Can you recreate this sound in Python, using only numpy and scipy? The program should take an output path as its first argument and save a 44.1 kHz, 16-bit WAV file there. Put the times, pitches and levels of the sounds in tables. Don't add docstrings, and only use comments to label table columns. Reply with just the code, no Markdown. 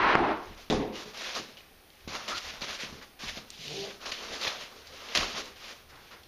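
import sys
import numpy as np
from scipy import signal
from scipy.fft import rfft, irfft, next_fast_len
from scipy.io import wavfile
from scipy.ndimage import uniform_filter1d

SR = 44100
rng = np.random.default_rng(int(sys.argv[2]) if len(sys.argv) > 2 else 0)


def to_wav(sig):
    pcm = np.clip(np.atleast_2d(sig), -1, 1) * 32767
    pcm = np.round(pcm).astype(np.int16)
    wavfile.write(sys.argv[1], SR, pcm.T)


def linear_from_db(decibels):
    return 10 ** (np.asarray(decibels, float) / 20)


N = 276683
T = np.arange(N) / SR


def level(x, db=0):
    return x * linear_from_db(db) / np.sqrt(np.mean(x ** 2))


def colour(x, points, lo_hz=1, hi_hz=30000, slope=5):
    size = next_fast_len(N + 8192)
    size += size % 2
    f = np.maximum(np.fft.rfftfreq(size, 1 / SR), 1)
    hz, db = np.transpose(points)
    gain = linear_from_db(np.interp(np.log(f), np.log(hz), db))
    gain = gain / np.sqrt((1 + (lo_hz / f) ** slope) * (1 + (f / hi_hz) ** slope))
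    cepstrum = irfft(np.log(gain + 1e-7))
    cepstrum[1:size // 2] *= 2
    cepstrum[size // 2 + 1:] = 0
    return irfft(rfft(x, size) * np.exp(rfft(cepstrum)))[:N]


def bandpass(x, order, lo_hz, hi_hz):
    return signal.sosfilt(signal.butter(order, [lo_hz, hi_hz], "band", fs=SR, output="sos"), x)


def ring(x, modes):
    out = 0
    for hz, db, t60_s in modes:
        pole = np.exp(2j * np.pi * hz / SR - np.log(1000) / (t60_s * SR))
        out = out + linear_from_db(db) * signal.lfilter([1], [1, -pole], x).imag
    return out


def walk(rate_hz):
    k = int(SR / rate_hz)
    held = np.repeat(rng.standard_normal(N // 50), k)[:N]
    return uniform_filter1d(uniform_filter1d(held, k), k)


def curves(table, fade_s=0.0064):
    s, *columns = np.transpose(table)
    gate = np.clip(np.minimum(T - s[0], s[-1] - T) / fade_s + 1, 0, 1)
    return gate, [np.interp(T, s, c) for c in columns]


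def grains(per_s, spread_db):
    hit, size, sign = rng.random((3, N))
    return level((hit < per_s / SR) * linear_from_db(-spread_db * np.log(size + .03)) * np.sign(sign - .5))


def blows(rows):
    out = np.zeros(N + SR)
    for s, db, ms in rows:
        n = max(int(ms * SR / 1000), 2)
        start = int(s * SR)
        out[start:start + n] += linear_from_db(db) * np.sin(np.pi * (np.arange(n) + .5) / n) / n
    return out[:N]


SWELL_DB = 10.5
LET_GO_DB, LET_GO_S = 4, 0.017


def strokes(rows, release_db_s):
    t = T[::32]
    s, swell, hold, db = np.transpose(rows)[:, :, None]
    swell, hold = np.maximum(swell, .001), np.maximum(hold, 0)
    after = np.maximum(t - s - swell - hold, 0)
    db = db - SWELL_DB * np.clip(1 - (t - s) / swell, 0, 1)
    db = db - release_db_s * after - LET_GO_DB * np.minimum(after / LET_GO_S, 1)
    power = np.sum((t >= s) * linear_from_db(2 * db), axis=0)
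    return np.interp(T, t, 10 * np.log10(power + 1e-12))


# f/Hz, density/dB
FOAM_TONE = [(35, -52), (60, 4), (108, -33), (213, -2.5), (289, -4.5), (523, 9), (853, 0), (1160, 3.5),
             (1480, 1.5), (3490, -3.5), (6180, -9.5), (7280, -16), (7900, -25), (10300, -71), (17400, -120)]
# start/s, swell/s, hold/s, level/dB, weight on block/dB
HAND_STROKES = [(0.354, 0.083, 0.11, -55, -2), (0.569, 0.0091, 0.061, -51.5, -0.5),
                (0.703, 0.0011, 0.0032, -35, 4), (0.924, 0.034, 0.073, -46, 2.5), (1.044, .012, 0.062, -52.5, 0),
                (1.134, 0.047, 0.091, -39.5, -1.5), (1.271, 0.022, 0.078, -40.5, -2.5),
                (1.342, 0.017, 0.038, -39.5, 1), (1.572, .003, 0.0033, -52, -6), (1.9, .006, 0.16, -62.5, -6),
                (2.075, 0.0034, 0.055, -43, -1), (2.131, 0.021, 0.011, -38, -1), (2.182, .01, 0.082, -49, 2),
                (2.278, .004, 0.039, -35.5, -2), (2.345, 0.025, 0.012, -38, -6), (2.39, .01, 0.077, -41.5, -6),
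                (2.449, 0.052, 0.0051, -40, -2.5), (2.52, 0.018, 0.1, -50.5, 3),
                (2.61, 0.011, 0.021, -39.5, -1.5), (2.652, 0.033, 0.071, -38.5, -4),
                (2.788, 0.015, 0.044, -38, -5.5), (2.864, .01, 0.078, -52, 4), (2.942, 0.02, 0.037, -54.5, 0),
                (3.01, 0.015, 0.021, -48.5, 0.5),
                (3.191, 0.047, 0.059, -40, -5), (3.33, 0.045, 0.013, -43, -1.5),
          (3.829, 0.025, 0.052, -44.5, 1.5), (4.0, 0.029, 0.022, -47.5, 1),
          (4.053, 0.0046, 0.042, -42, 1.5), (4.115, 0.0031, .004, -35.5, -5), (4.17, 0.04, 0.04, -41.5, 1),
          (4.25, 0.035, 0.16, -44.5, 2), (4.31, 0.022, .03, -41, 1), (4.411, 0.0082, 0.014, -38, -2),
          (4.444, 0.0036, 0.0061, -35, -1.5), (4.465, 0.005, 0.01, -33.5, -4),
          (4.5, 0.022, 0.14, -47, -0.5), (4.69, 0.034, 0.19, -51.5, -0.5), (4.919, 0.29, 0.049, -41.5, 0.5),
          (5.149, 0.00093, 0.0096, -27, -1.5), (5.17, 0.003, 0.0038, -28.5, 0.5),
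          (5.19, 0.0072, 0.023, -44, 0), (5.24, 0.024, 0.11, -40, -4.5), (5.33, 0.039, 0.042, -38.5, 0),
          (5.56, 0.074, 0.026, -46, -2.5), (5.66, 0.032, 0.034, -44.5, -0.5),
          (5.885, 0.013, 0.0044, -53.5, -2), (5.93, 0.12, 0.044, -56, -9), (6.104, 0.0085, 0.032, -53, 1.5)]
# start/s, swell/s, hold/s, level/dB, weight/dB
BAG = [
    (3.447, 0.093, 0.13, -56, -3),
    (3.574, 0.035, 0.073, -51.5, -1),
    (3.656, 0.049, 0.067, -48, 2),
    (3.763, 0.03, 0.06, -47, -2),
]
RELEASE_DB_S = 136
FIZZ_DB, SCRAPE_DB, HUM_DB = -3.5, -0.5, -7
FIZZ_PER_WEIGHT, SCRAPE_PER_WEIGHT, HUM_PER_WEIGHT = 0.33, 0.94, 1.55
RUSTLE_LINGERS, SCRAPE_LINGERS, HUM_LINGERS = 0.86, 0.75, 0.62
BAG_THIN_DB, BAG_FIZZ_DB, BAG_HOLLOW_DB = -7, 6.5, -5
CRACKLE = 0.2


def foam():
    rows = np.vstack([HAND_STROKES, BAG])
    bag = np.arange(len(rows)) >= len(rows) - len(BAG)
    shape, db, weight = rows[:, :3], rows[:, 3], rows[:, 4]

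    def layer(rel_db, per_weight, lingers):
        return strokes(np.c_[shape, db + rel_db + per_weight * weight], lingers * RELEASE_DB_S)

    rustle_db = layer(BAG_THIN_DB * bag, 0, RUSTLE_LINGERS)
    bag_db = strokes(np.array(BAG)[:, :4], RELEASE_DB_S) - 2.5
    fizz_db = layer(FIZZ_DB + BAG_FIZZ_DB * bag, FIZZ_PER_WEIGHT, 1)
    scrape_db = layer(SCRAPE_DB + BAG_HOLLOW_DB * bag, SCRAPE_PER_WEIGHT, SCRAPE_LINGERS)
    hum_db = layer(HUM_DB, HUM_PER_WEIGHT, HUM_LINGERS)

    grit = np.clip(0.27 + 0.021 * (rustle_db + 44.5), 0, 1)
    slips = np.sqrt(1 - grit) * rng.standard_normal(N) + np.sqrt(grit) * grains(2500, 3.0)
    slips = slips * linear_from_db(1.64 * walk(45)) + CRACKLE * grains(260, 3.9)
    bands = [(1836, 4170, rustle_db), (3000, 4300, bag_db), (4500, 4890, fizz_db),
             (656, 2100, scrape_db), (109, 434, hum_db)]
    out = 0
    for lo_hz, hi_hz, band_db in bands:
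        out = out + level(colour(slips, FOAM_TONE, lo_hz, hi_hz)) * linear_from_db(band_db + 1.4 * walk(22.116))
    return out


# start/s, end/s, level/dB
PAUSES = [
    (1.045, 1.058, -4),
    (2.386, 2.445, -2.5),
    (3.041, 3.188, -4),
    (5.735, 5.88, -2.5),
]


def pauses():
    return linear_from_db(sum(db * np.clip(np.minimum(T - a, b - T) / .006, 0, 1) for a, b, db in PAUSES))


# t/s, level/dB, f/Hz, t60/s
SNAPS = [(1.1712, -27, 3800, 0.066), (1.351, -21, 4260, 0.093), (1.6053, -33, 2400, 0.034),
         (2.079, -32, 3160, 0.025), (2.1439, -35, 3570, 0.025), (2.2802, -30, 2270, 0.068),
         (2.379, -20.5, 4030, 0.039), (2.6093, -27, 4070, 0.079), (2.799, -23, 2990, 0.021),
         (3.1943, -29, 4050, 0.04), (3.2212, -27, 3080, 0.032), (4.0148, -31, 3120, 0.032),
         (4.0585, -20, 3670, 0.071), (4.1204, -13.5, 4000, 0.027), (4.414, -18.5, 3970, 0.043),
         (4.4298, -15, 2920, 0.059), (4.4494, -18, 3730, 0.018), (4.4773, -10.5, 3600, 0.023),
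         (4.8703, -30.5, 4500, 0.064), (5.0867, -25, 3180, 0.05), (5.1503, -7.5, 3840, 0.036),
         (5.1735, -6, 3100, 0.025), (5.956, -35, 4100, 0.04), (6.233, -32.5, 3630, 0.04)]
# t/s, level/dB, f/Hz, t60/s
TICKS = [(1.5707, -37, 3030, 0.0092), (1.903, -42, 3300, 0.0077), (3.2833, -23, 3440, 0.0059),
         (3.5032, -28.5, 5850, 0.0092), (3.682, -32, 3780, 0.0096), (4.4368, -20.5, 3000, 0.0096),
         (4.4785, -18, 3370, 0.0097), (4.5044, -37, 4500, 0.0081), (4.527, -34, 4640, 0.011),
         (5.285, -38, 4100, 0.0053), (5.459, -38, 4500, 0.0038)]
TICK_SPIKE = 0.37


def snaps(rows, gain_db, spike=0.0):
    out, t = np.zeros(N + SR), T[:8192]
    noise = rng.standard_normal((len(rows), len(t)))
    for (s, db, hz, t60_s), burst in zip(rows, noise):
        burst = burst + spike * 8 * (t == 0)
        burst = bandpass(burst, 2, hz * 0.74, min(hz * 1.31, 7000))
        start = int(s * SR)
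        out[start:start + len(t)] += level(burst, db + gain_db) * linear_from_db(-60 * t / t60_s)
    return out[:N]


# t/s, level/dB, f/Hz
BURSTS = [(0.457, -34, 5000), (0.5854, -34, 2080), (2.281, -25, 2400), (2.312, -22, 5070),
          (2.376, -24, 2500), (2.38, -17, 4070), (2.6249, -31, 4160), (2.6994, -31, 3320),
          (2.7594, -33, 5390), (2.8194, -28, 4580), (3.243, -28, 2080), (3.505, -30, 3400),
          (3.6803, -18.5, 3660), (3.7154, -33, 2660), (3.7554, -27, 4970), (4.219, -30, 3450),
          (4.3264, -33, 4900), (4.336, -27, 1530), (4.3635, -28, 4370), (4.4124, -23, 4000),
          (4.4314, -23, 2950), (4.4465, -11.5, 3270), (4.4502, -14, 2050), (4.4709, -18, 2200),
          (4.476, -15, 3250), (4.4825, -19, 3550), (4.505, -23, 4500), (4.529, -31, 4660),
          (5.1515, -12, 3800), (5.175, -7, 4570), (5.1804, -20, 2470), (5.199, -19, 2440),
          (5.283, -19, 3600), (5.391, -27, 2060), (5.457, -24, 4900), (5.692, -28.5, 3340)]
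BURST_DB, BURST_T60_S = -3, 0.007


def bursts():
    out, t = np.zeros(N + SR), T[:1024]
    onset = np.minimum(t / .0002, 1)
    for s, db, hz in BURSTS:
        cycles = sum(np.sin(2 * np.pi * hz * k * t) for k in (0.82, 1, 1.2)) / 2.7 * onset
        start = int(s * SR)
        out[start:start + len(t)] += linear_from_db(db + BURST_DB - 60 * t / BURST_T60_S) * cycles
    return out[:N]


# t/s, length/s, f/Hz, width/Hz, level/dB
SQUEAKS = [(0.93, 0.12, 2870, 180, -49), (5.9, 0.21, 1360, 1200, -53.5), (3.2, 0.1, 1500, 980, -57),
           (2.12, 0.039, 1230, 290, -50), (2.299, 0.12, 1360, 180, -37.5), (4.054, 0.019, 1200, 250, -46),
           (1.569, 0.036, 2960, 170, -51.5), (3.012, 0.038, 1800, 640, -48),
           (6.113, 0.12, 1700, 1500, -52.5), (3.775, .065, 408, 45, -47), (3.83, 0.08, 640, 60, -50),
           (3.87, 0.055, 520, 72, -48), (4.3, 0.073, 620, 280, -44.5), (4.47, 0.026, 820, 210, -36.5),
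           (4.9, 0.11, 500, 120, -54), (4.75, 0.1, 460, 120, -55), (4.57, .07, 810, 140, -52.5),
           (2.675, .04, 520, 120, -50), (2.7, .06, 1220, 200, -47), (3.225, 0.044, 1140, 140, -48),
           (5.172, 0.013, 520, 180, -32), (4.118, 0.015, 2500, 500, -38.5), (4.55, 0.16, 3000, 760, -52),
           (0.0, 0.056, 1060, 70, -31), (0.05, .095, 1100, 90, -29), (0.15, .16, 750, 54, -31),
           (.17, 0.14, 366, 60, -32), (0.7, .08, 720, 140, -38), (1.055, .06, 430, 55, -49),
           (.7, .016, 3600, 300, -33), (.72, .03, 5000, 2000, -42), (2.345, .04, 4100, 300, -43),
           (2.617, .018, 4200, 400, -39), (5.171, .01, 4600, 700, -26), (5.174, .014, 2500, 400, -28),
           (3.59, .05, 150, 30, -52), (4.62, .12, 2800, 1500, -55)]


def squeaks():
    out, noise = 0, rng.standard_normal(N)
    for s, length_s, hz, width_hz, db in SQUEAKS:
        t60_s = np.log(1000) / (np.pi * width_hz)
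        tone = level(ring(noise, [(hz, 0, t60_s)]), db)
        out = out + tone * np.sin(np.pi * np.clip((T - s) / length_s, 0, 1) ** 0.45)
    return out


# t/s, slip rate/Hz, level/dB
GROAN = [
    (3.58, 146, -62),
    (3.645, 146, -50),
    (3.66, 147.1, -46),
    (3.72, 150, -36.5),
    (3.745, 186.5, -41),
    (3.78, 201.8, -39.5),
    (3.83, 204, -41),
    (3.845, 206.5, -50),
    (3.884, 211, -52),
    (3.93, 207, -65),
]


def groan():
    gate, (hz, db) = curves(GROAN, fade_s=0.011)
    phase = np.cumsum(hz * (1 + .03 * walk(120))) / SR
    pulses = (np.diff(np.floor(phase), prepend=0) > 0) * linear_from_db(3.1 * rng.standard_normal(N))
    pulses = signal.sosfilt(signal.butter(2, 120, "high", fs=SR, output="sos"), pulses)
    modes = [(146, -6, 0.056), (195, -9, 0.04), (290, -2, 0.02),
             (415, 3.0, 0.03), (530, -6, .03), (660, -3.0, 0.036)]
    return gate * level(ring(pulses, modes)) * linear_from_db(db - 7.5)


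# t/s, pressure level/dB, brightness of faster slide/dB
DRAG = [
    (0.0, -25, 1.5),
    (0.076, -28, 5),
    (0.13, -28.5, 7),
    (0.156, -21, -4),
    (0.166, -25, -2.5),
    (0.262, -24, -6),
    (0.28, -24.5, -4.5),
    (0.466, -44, -6.5),
    (0.6, -59, 3),
]
# f/Hz, density/dB
DRAG_TONE = [(35, -32), (60, -13), (118, -17.5), (369, -0.5), (512, 1), (725, -0.5), (1090, -4.5),
             (1890, -12), (4280, -24.5), (6180, -39.5), (7900, -81), (10300, -93), (17400, -120)]
# start/s, swell/s, hold/s, level/dB
ROCKING = [
    (.7, 0.0024, 0.045, -24.5),
    (.795, 0.0058, 0.02, -28),
    (.9, 0.0096, 0.02, -46),
]
# f/Hz, level/dB, t60/s
TABLE = [(143, -4.5, 0.092), (191, -7.5, 0.12), (221, 1.5, 0.098), (256.6, 2, 0.091), (326.5, -2, 0.11),
         (367, -8, 0.086), (423, -0.5, 0.11), (520, -4, .08), (647, -9, 0.073), (725, -6.5, 0.08),
         (880, -11, 0.053), (1080, -8.5, 0.065), (1326, -10, 0.048)]
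DRAG_HUM_DB, DRAG_SCRAPE_DB, DRAG_RASP_DB = -4, -1, -10
ROCKING_RUMBLE_DB, ROCKING_RELEASE_DB_S = -4.5, 104


def drag():
    gate, (db, fast_db) = curves(DRAG)
    force = rng.standard_normal(N) + 0.3 * grains(1500, 3.1)
    high_modes = level(ring(force, TABLE[8:]), -9.5)
    low_modes = level(ring(force, TABLE[:8]), -14.0)
    rumble = level(level(colour(force, DRAG_TONE, 684, 1310)) + high_modes)
    hum = level(level(colour(force, DRAG_TONE, 138, 398)) + low_modes)
    scrape = level(colour(force, DRAG_TONE, 1320, 2930))
    rasp = level(colour(force, DRAG_TONE, 2430))
    bright = linear_from_db(DRAG_SCRAPE_DB + fast_db) * scrape + linear_from_db(DRAG_RASP_DB + 0.89 * fast_db) * rasp
    sliding = gate * linear_from_db(db) * (rumble + linear_from_db(DRAG_HUM_DB - 0.071 * fast_db) * hum + bright)

    rock_rumble = level(colour(force, DRAG_TONE, 450, 1120)) + linear_from_db(-8.0) * scrape
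    rocking = linear_from_db(strokes(ROCKING, ROCKING_RELEASE_DB_S)) * (hum + linear_from_db(ROCKING_RUMBLE_DB) * rock_rumble)
    return linear_from_db(1.3 * walk(39.1)) * (sliding + rocking)


# t/s, level/dB, click relative level/dB, contact/ms
KNOCKS = [
    (0.154, -17, -32, 1.2),
    (0.7, -11.5, -12, 1.3),
    (0.726, -11.5, -21, 0.53),
    (0.754, -24, -23, 0.84),
    (0.778, -24, -30, 0.91),
    (0.807, -20, -34, 0.9),
    (0.832, -26, -30, .8),
    (0.88, -29, -30, 0.89),
    (1.058, -34.5, -30, 1.2),
]
# f/Hz, level/dB, t60/s
METAL = [(3520, 0, .016), (3760, -3, .016), (2700, -7, .02), (4900, -9, .015), (5700, -13, .012)]
# t/s, level/dB, contact/ms
THUDS = [(0.509, -35.5, 2.6), (1.397, -34, 1.25), (2.075, -29, 1.24), (2.538, -44, 0.72), (2.62, -33, 1.3),
         (2.834, -32.5, 1.6), (2.926, -33.5, 2), (3.235, -31, 2.4), (3.371, -33, 1.7), (3.651, -36, 3),
         (4.441, -46, 1.5), (5.185, -26, 2.2), (5.345, -35, 2.2)]
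THUD_DAMPING = 0.61


def knocks():
    hard = blows([(s, db, ms) for s, db, _, ms in KNOCKS])
    clicks = blows([(s, db + rel_db, .08) for s, db, rel_db, _ in KNOCKS])
    damped = [(hz, db, t60_s * THUD_DAMPING) for hz, db, t60_s in TABLE]
    wood = linear_from_db(-12.5) * ring(hard, TABLE) + linear_from_db(-8.5) * ring(blows(THUDS), damped)
    # f/Hz, gain/dB; deep bass and treble fall away, fullest near 900 Hz
    wood_tone = [(60, -19.5), (150, -2.0), (260, 2.5), (450, 2.5), (900, 11.0), (2500, -22)]
    return linear_from_db(3.5) * ring(clicks, METAL) + colour(wood, wood_tone)


# t/s, push level/dB, contact/ms
POP = [
    (.1536, 25.0, .42),
]


def pop():
    return bandpass(blows(POP), 1, 200, 5500)


# t/s, level/dB
JOLTS = [(-.04, -37), (.12, -62), (.46, -45), (.7, -34.5), (2.04, -45.5), (2.27, -64), (2.44, -55),
         (2.58, -51), (2.89, -48), (3.235, -49), (4.06, -57), (4.21, -59), (4.86, -66), (5.16, -42),
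         (5.84, -58), (6.17, -61)]
SWAY_REST_DB, SWAY_SWELL_S, SWAY_RELEASE_DB_S = -66.5, 0.038, 93


def sway():
    jolt_db = strokes([(s, SWAY_SWELL_S, 0, db) for s, db in JOLTS], SWAY_RELEASE_DB_S)
    modes = [(36.4, 0.5, 0.4), (74.7, 1.0, 0.33), (109, -9.0, 0.17)]
    return np.hypot(linear_from_db(jolt_db), linear_from_db(SWAY_REST_DB)) * level(ring(rng.standard_normal(N), modes))


ROOM_T60_S, ROOM_DB, KNOCK_ROOM_DB = 0.5, -4.5, -7.5


def room(x):
    t = T[:SR // 2]
    tail = rng.standard_normal(len(t)) * linear_from_db(-60 * t / ROOM_T60_S) * np.clip(t / 0.0055 - 1, 0, 1)
    tail = signal.lfilter([1], [1, -.6], tail)
    return signal.fftconvolve(x, tail / np.sqrt(np.sum(tail ** 2)))[:N]


# f/Hz, density/dB
FLOOR = [(12, -21), (20, 0), (57, -4), (131, -7.5), (321, -8), (402, -6), (601, -11), (811, -7.5),
         (919, -15), (1040, -13), (3460, -15), (5850, -19.5), (7900, -34), (10300, -67), (17400, -120)]
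FLOOR_DB = -55.5


def floor():
    noise = level(colour(rng.standard_normal(N), FLOOR), FLOOR_DB - 3.0)
    return noise * linear_from_db(0.59 * walk(3.5))


def scene():
    thumps, hits = knocks(), snaps(SNAPS, -15.5) + groan()
    reflected = room(linear_from_db(ROOM_DB) * hits + linear_from_db(KNOCK_ROOM_DB) * thumps)
    handling = foam() * pauses() + snaps(TICKS, -3.7, TICK_SPIKE) + bursts() + squeaks()
    dragging = drag() + pop()
    return (handling + hits + dragging + thumps + sway() + reflected + floor())[None]


# level under 1.5 kHz/dB, highest f kept/Hz
REACH = [(-52, 15400), (-42, 15100), (-36, 14400), (-33, 13600), (-30.5, 12800), (-29, 11300)]


def starve(core, mirror, hiss):
    frame = dict(fs=SR, nperseg=1024, noverlap=512)
    (f, _, low), (_, _, image), (_, _, air) = (signal.stft(v, **frame) for v in (core, mirror, hiss))
    low_power = np.sum(abs(low[f < 1500]) ** 2, axis=0)
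    loud_db = uniform_filter1d(10 * np.log10(low_power + 1e-12), size=5)
    top = (image + air) * (f[:, None] < np.interp(loud_db, *np.transpose(REACH)))
    chance = rng.random((len(f) // 3 + 1, len(loud_db) // 4 + 1))
    chance = np.repeat(np.repeat(chance, 3, axis=0), 4, axis=1)[:len(f), :len(loud_db)]
    share = np.interp(f, [6900, 7500, 8200, 8500], [0, .5, .55, .3])[:, None]
    share = share * np.interp(loud_db, [-60, -50, -42], [.35, .9, 1.4])
    return signal.istft((low + top) * (chance > share), **frame)[1][:N]


def low_pass(x):
    return signal.sosfilt(signal.butter(12, 15480, fs=SR, output="sos"), x)


# f/Hz, gain/dB
MIRROR = [(8000, -36), (8400, 4.5), (9200, -6), (10000, -13.5), (11300, -10.5), (12400, -13), (13300, -44),
          (14000, -46)]
# f/Hz, density/dB
HISS = [(4820, -61), (8200, -7.5), (8940, -10), (10200, -5.5), (11500, -4.5), (13600, -3), (14500, -6.5),
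        (15300, -5.5)]
HISS_DB = -64
CORE_HZ, SEAM_HZ = 16000, 12000


def record(dry):
    core = signal.sosfilt(signal.ellip(6, .5, 50, 7600, fs=SR, output="sos"), dry[0])
    image = core * np.cos(2 * np.pi * CORE_HZ * T)
    mirror = colour(image, [(7800, -101), *MIRROR, (14500, -102)])
    hiss = level(colour(rng.standard_normal(N), HISS), HISS_DB + 0.85)
    sound = signal.lfilter(*signal.iirnotch(SEAM_HZ - 60, 22, fs=SR), starve(core, mirror, hiss))
    edge = signal.butter(2, [7780, 8130], "bandstop", fs=SR, output="sos")
    mix = signal.sosfilt(edge, sound)[None]
    return low_pass(mix)


dry = scene()
out = record(dry)
to_wav(out)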